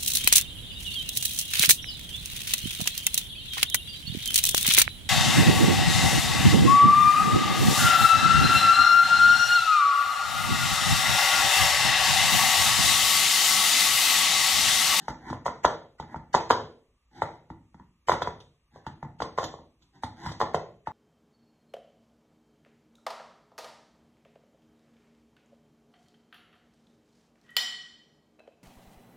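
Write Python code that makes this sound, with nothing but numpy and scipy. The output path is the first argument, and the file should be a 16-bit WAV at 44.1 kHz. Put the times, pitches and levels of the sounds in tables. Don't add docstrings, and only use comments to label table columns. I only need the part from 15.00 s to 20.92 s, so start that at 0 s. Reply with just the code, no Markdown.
import sys
import numpy as np
from scipy import signal
from scipy.fft import rfft, irfft, next_fast_len
from scipy.io import wavfile
from scipy.ndimage import uniform_filter1d

SR = 44100
rng = np.random.default_rng(int(sys.argv[2]) if len(sys.argv) > 2 else 0)


def volts(x):
    e = np.asarray(x, float) / 20
    return 10 ** e


def to_wav(s):
    ch = np.atleast_2d(s).T
    pcm = np.round(np.clip(ch, -1, 1) * 32767)
    wavfile.write(sys.argv[1], SR, pcm.astype(np.int16))


N = 261072

# f/Hz, width/Hz, level/dB
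WALL_MODES = [(647, 250, 0), (424, 160, -3), (784, 250, -4)]
# f/Hz, width/Hz, level/dB
FLOOR_MODES = [(75, 35, -3.5), (102, 22, -5), (150, 38, 1), (249.4, 37, -0.5), (321, 26, -2)]
# f/Hz, level/dB
EDGE_SPECTRUM = [(1500, -39), (2500, 2), (3500, 8.5), (5000, 7.5), (7000, 0.5), (9000, -12.5), (11000, -18),
                 (13000, -17.5)]


def unit(x):
    return x / np.sqrt(np.mean(x ** 2) + 1e-20)


def along(points, hz):
    f, v = np.transpose(points)
    return np.interp(np.log(hz + 1), np.log(f + 1), v)


def filtered(x, response):
    m = next_fast_len(x.shape[-1] + 4096)
    spectrum = rfft(x, m) * response(np.fft.rfftfreq(m, 1 / SR))
    return irfft(spectrum, m)[..., :x.shape[-1]]


def resonance(f, centre, width):
    return 1j * f * width / (centre ** 2 - f * f + 1j * f * width)


def modes(table):
    def response(f):
        total = 0
        for k, (centre, width, db) in enumerate(table):
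            ring = SR / (np.pi * width) * resonance(f, centre, width)
            total = total + (-1) ** k * volts(db) * ring
        return total
    return response


def room_tail():
    # f/Hz, t60/s
    decay_times = [(100, 0.69), (400, 0.49), (1000, 0.3), (3000, 0.42), (7000, 0.34), (12000, 0.15)]
    hz, t = np.fft.rfftfreq(256, 1 / SR), np.arange(160) * 128 / SR
    shape = (2, len(hz), len(t))
    z = rng.standard_normal(shape) + 1j * rng.standard_normal(shape)
    decay = volts(-60 * t / along(decay_times, hz)[:, None])
    tail = signal.istft(z * decay, SR, nperseg=256)[1]
    tail = tail * (1 - np.exp(-np.arange(tail.shape[1]) / (0.002 * SR)))
    return np.pad(tail / np.linalg.norm(tail[0]), ((0, 0), (130, 0)))


def add(pair, start, sound, room_db):
    echoes = volts(room_db) * signal.fftconvolve(sound[None], room_tail(), axes=1)
    echoes[0, :len(sound)] += sound
    echoes[1, :len(sound)] += 2.5 * np.diff(np.roll(sound, 20), prepend=0)
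    pair[:, start:start + echoes.shape[1]] += echoes


def quiet():
    # f/Hz, density/dB per Hz
    hush_spectrum = [(15, -23.5), (25, -1.5), (79, -8.5), (712, -31), (1200, -15), (1370, -31), (2780, -21),
                     (3080, -29), (6580, -31), (7310, -30), (13000, -40.5)]
    hush = unit(filtered(rng.standard_normal((2, N)), lambda f: volts(along(hush_spectrum, f))))
    hum = unit(filtered(rng.standard_normal(N), modes([(59, 9, 0)])))
    return volts(-76) * hush + volts(-72.5) * hum * [[1], [0]]


def drags():
    # t/s, swell/s, fade/s, peak level/dB, hiss level/dB
    strokes = [(0.0, 0.0024, 0.15, -56, -4.5), (0.201, .095, 0.0047, -39.5, -18.5),
               (1.06, .075, .012, -47, -22), (2.11, 0.062, 0.26, -51.5, -10.5),
               (2.76, 0.04, 0.02, -63, -15), (3.71, .052, 0.046, -56, -10.5),
               (4.39, 0.017, 0.083, -52.5, 3), (4.789, .038, 0.033, -73, -0.5),
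               (4.92, 0.038, 0.04, -60, -9.5), (5.16, 0.11, 0.017, -39.5, -11.5),
               (5.265, 0.024, 0.051, -51.5, -2)]
    pair, t = np.zeros((2, N + 2 * SR)), np.arange(SR // 4) / SR
    rim = modes([(1400, 510, -3.5), (1990, 300, -6.1)])
    rumble = modes(FLOOR_MODES + WALL_MODES[1:2])
    hiss = lambda f: volts(along(EDGE_SPECTRUM, f))
    for s, swell_s, fade_s, db, hiss_db in strokes:
        length_s = swell_s + fade_s
        phase = np.where(t < swell_s, 1 - t / swell_s, (t - swell_s) / fade_s)
        stroke = volts(db - 21.5 * phase) * np.clip((length_s - t) / .01, 0, 1)
        grains = rng.standard_normal(len(t)) * volts(2.5 * rng.exponential(1, len(t)))
        grains = grains * (rng.random(len(t)) < .15)
        flat = unit(filtered(grains, lambda f: modes([(820, 110, 0)])(f) ** 2))
        tipped = unit(filtered(grains, lambda f: modes([(960, 110, 0)])(f) ** 2))
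        tilt = np.pi / 2 * np.clip(t / length_s, 0, 1)
        hollow = np.cos(tilt) * flat + np.sin(tilt) * tipped
        rumble_db = 1.5 - 0.33 * (db + 53)
        others = volts(-7) * unit(filtered(grains, rim))
        others = others + volts(rumble_db) * unit(filtered(grains, rumble))
        others = others + volts(hiss_db) * unit(filtered(grains, hiss))
        add(pair, max(round(s * SR), 0), stroke * (unit(hollow) + others), room_db=-1.5)
    return pair[:, :N]


def contacts():
    # t/s, peak level/dB,
    # thump/dB, tick/dB
    landings = [(0.081, -17.5, -19.5, -23), (0.097, -33, -2.5, -12.5), (0.3, -26, -5, -19),
                (0.998, -23.5, -17.5, -25.5), (1.025, -35.5, -7.5, -24.5), (1.143, -23, -35, -47.5),
                (1.159, -30, -6, -25.5), (2.219, -9.5, -24.5, -30.5), (2.501, -32, -5, -29),
                (2.743, -43.5, -5.5, -23.5), (3.136, -19.5, -17.5, -23), (3.402, -56.5, -12, 8),
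                (3.865, -24.5, -11.5, -22.5), (4.027, -26, -12.5, -32), (4.048, -34, -5.5, -36),
                (5.034, -18, -16, -22.5), (4.822, -70, -10.5, 8.5), (5.261, -25, -8, -16.5),
                (5.871, -18, -21.5, -32.5)]
    # t/s, peak level/dB, hollow f/Hz, wall/dB, tick/dB
    taps = [(0.328, -23.5, 1004, -8, -21.5), (0.479, -19.5, 994, -13, -30.5), (2.797, -41.5, 956, -33, -44),
            (3.117, -11, 1025, -12.5, -20.5), (3.219, -18, 1006, -1.5, -17.5),
            (3.272, -16.5, 986, -7.5, -30.5), (3.759, -46, 1110, 4.5, -38.5), (4.202, -23, 910, -7.5, -19),
            (4.219, -19, 1047, -5.5, -19.5), (4.429, -28.5, 910, 3.5, -12), (4.439, -28, 955, -14, -6),
            (4.539, -34, 1090, 0, -47), (4.587, -41.5, 930, -5, -51), (5.289, -34, 1130, -14, -13),
            (5.316, -39, 1040, 2.5, -6), (5.421, -15.5, 850, -12, -37), (5.544, -15, 1053, 1.5, -21)]
    # t/s, peak level/dB, hollow f/Hz, wall/dB, touch lead/s
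    slams = [
        (0.462, -15.5, 1012, -4, 0.0054),
        (0.648, -2.5, 984, -8, .003),
        (1.347, -1, 960, -13, 0.0051),
        (1.506, 0.5, 1012, -13, 0.0042),
        (3.094, -5, 1018, -7, .01),
        (4.384, -13.5, 1060, -3, .007),
        (5.412, -10.5, 1030, -9.5, 0.01),
    ]
    rows = []
    for s, db, thump_db, tick_db in landings:
        rows.append((s, db, 895.5, -14 - 0.02 * (db + 14.5), thump_db, tick_db))
    for s, db, hz, wall_db, tick_db in taps:
        thump_db = -18 - 0.37 * (db + 18)
        rows.append((s, db, hz, wall_db, thump_db, tick_db))
    for s, db, hz, wall_db, lead_s in slams:
        less_db = -0.1622 * (db + 25.5)
        rows.append((s, db, hz, wall_db, -27 + less_db, -22 + less_db))
        rows.append((s - lead_s, db - 3.5 + less_db, hz * 0.98, -13, -25.5, -22.5))
    return rows


def knocks():
    # f/Hz, width/Hz, level/dB
    rim_modes = [(1170, 140, -10.5), (1394.6, 140, -4), (1744, 71, -14), (1985, 210, -4),
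                 (2980, 140, -29.5)]
    # f/Hz, width/Hz, level/dB
    shell_modes = [(443, 31, -20.5), (500, 16, -17), (580, 78, -15), (705, 54, -11), (875, 60, -10.5),
                   (1030, 40, -9.5), (1210, 22, -12.5), (1330, 36, -14.5)]
    pair, t = np.zeros((2, N + 2 * SR)), np.arange(SR // 8) / SR
    push = np.exp(-.5 * ((t - .0005) / 0.00011) ** 2)
    push /= push.sum()
    tick_shape = volts(-60 * t / 0.064) * (1 - np.exp(-t / 0.0022))

    for s, db, hollow_hz, wall_db, thump_db, tick_db in contacts():
        chance = rng.normal(0, 2.7, size=32)
        width_hz = 75 + 110 * volts(db)
        rim_db = 0.21 * (tick_db + 33.5) - 0.11 * (db + 15)
        hollow = modes([(hollow_hz, width_hz, 0)])
        rim = modes([(c, w, d + e + rim_db) for (c, w, d), e in zip(rim_modes, chance)])
        wall = modes([(c, w, d + e + wall_db + 6) for (c, w, d), e in zip(WALL_MODES, chance[5:])])
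        boom = modes([(c, w, d + e + thump_db + 5.5) for (c, w, d), e in zip(FLOOR_MODES, chance[8:])])
        shell = modes([(c, w, d + 2.8 * e - 9 + (wall_db + 8.5) * (c < .9 * hollow_hz))
                       for (c, w, d), e in zip(shell_modes, chance[24:])])
        edge = [(c, d + e) for (c, d), e in zip(EDGE_SPECTRUM, chance[14:])]

        def body_response(f):
            air = volts(3) * resonance(f, hollow_hz, 420) * hollow(f)
            rim_part = rim(f) * resonance(f, 1700, 1500)
            wall_part = volts(2) * resonance(f, 600, 600) * wall(f)
            late = np.exp(-2j * np.pi * f * 0.0037) / (1 + 1j * f / 350) ** 2
            return air - rim_part - wall_part + late * (boom(f) + 1.4 * shell(f))

        tick = filtered(rng.standard_normal(len(t)) * tick_shape, lambda f: volts(along(edge, f)))
        body = filtered(push, body_response)
        knock = volts(db - 7.5) * (body + volts(tick_db + 9) * tick)
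        add(pair, round(s * SR) - 4, knock, room_db=-7)
    return pair[:, :N]


def scene():
    # f/Hz, ratio
    port_spread = [(30, .12), (100, .06), (300, 0.11), (1000, 0.26), (2200, 0.59), (3700, 0.55),
                   (4400, 0.2), (5300, .12), (6500, 0.32), (8500, 0.16), (10200, 0.22), (12500, .6)]
    shared, unshared = knocks() + drags() + quiet()
    unshared = filtered(unshared, lambda f: along(port_spread, f))
    return np.array([shared + unshared, shared - unshared])


def squeezed(ports):
    # f/Hz, level/dB
    coarseness = [(300, -23.5), (1200, -18), (2500, -7), (5000, -5.5), (8000, 9), (12000, 1.5)]
    pair = np.array([ports[0] + ports[1], ports[0] - ports[1]]) / 2
    hz, t, z = signal.stft(pair, SR, nperseg=2048)
    power = np.mean(abs(z) ** 2, 0)
    nearby = np.sqrt(abs(uniform_filter1d(power, size=90, axis=0)))
    budget = uniform_filter1d(rng.standard_normal((2, 43, len(t))), size=3, axis=2)
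    whim_db = 10 * np.repeat(budget, 24, axis=1)[:, :len(hz)]
    grain = (nearby * volts(along(coarseness, hz))[:, None] + volts(-120)) * volts(whim_db)
    mid, side = signal.istft(np.round(z / grain) * grain, SR, nperseg=2048)[1][:, :N]
    return np.array([mid + side, mid - side])


def top_cut(x):
    return signal.sosfilt(signal.butter(12, 13210, fs=SR, output="sos"), x)


def record(dry):
    # f/Hz, phase/rad
    port_turn = [(100, 0), (600, .22), (1300, .25), (1900, -.6), (2450, -1.8), (2750, -3.1), (3200, -1),
                 (3800, -1.8), (4300, -3.05), (5350, -3.2), (5900, -6.3), (9300, -6.3), (10200, -3.1),
                 (11200, -6.3)]
    sides = np.array([[-1], [1]])
    ports = filtered(dry, lambda f: np.exp(.5j * along(port_turn, f) * sides))
    ports = ports / (1 + abs(ports / .97) ** 6) ** (1 / 6)
    mix = filtered(squeezed(ports), lambda f: f < 13250)
    return top_cut(mix)


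dry = scene()
out = record(dry)
to_wav(out)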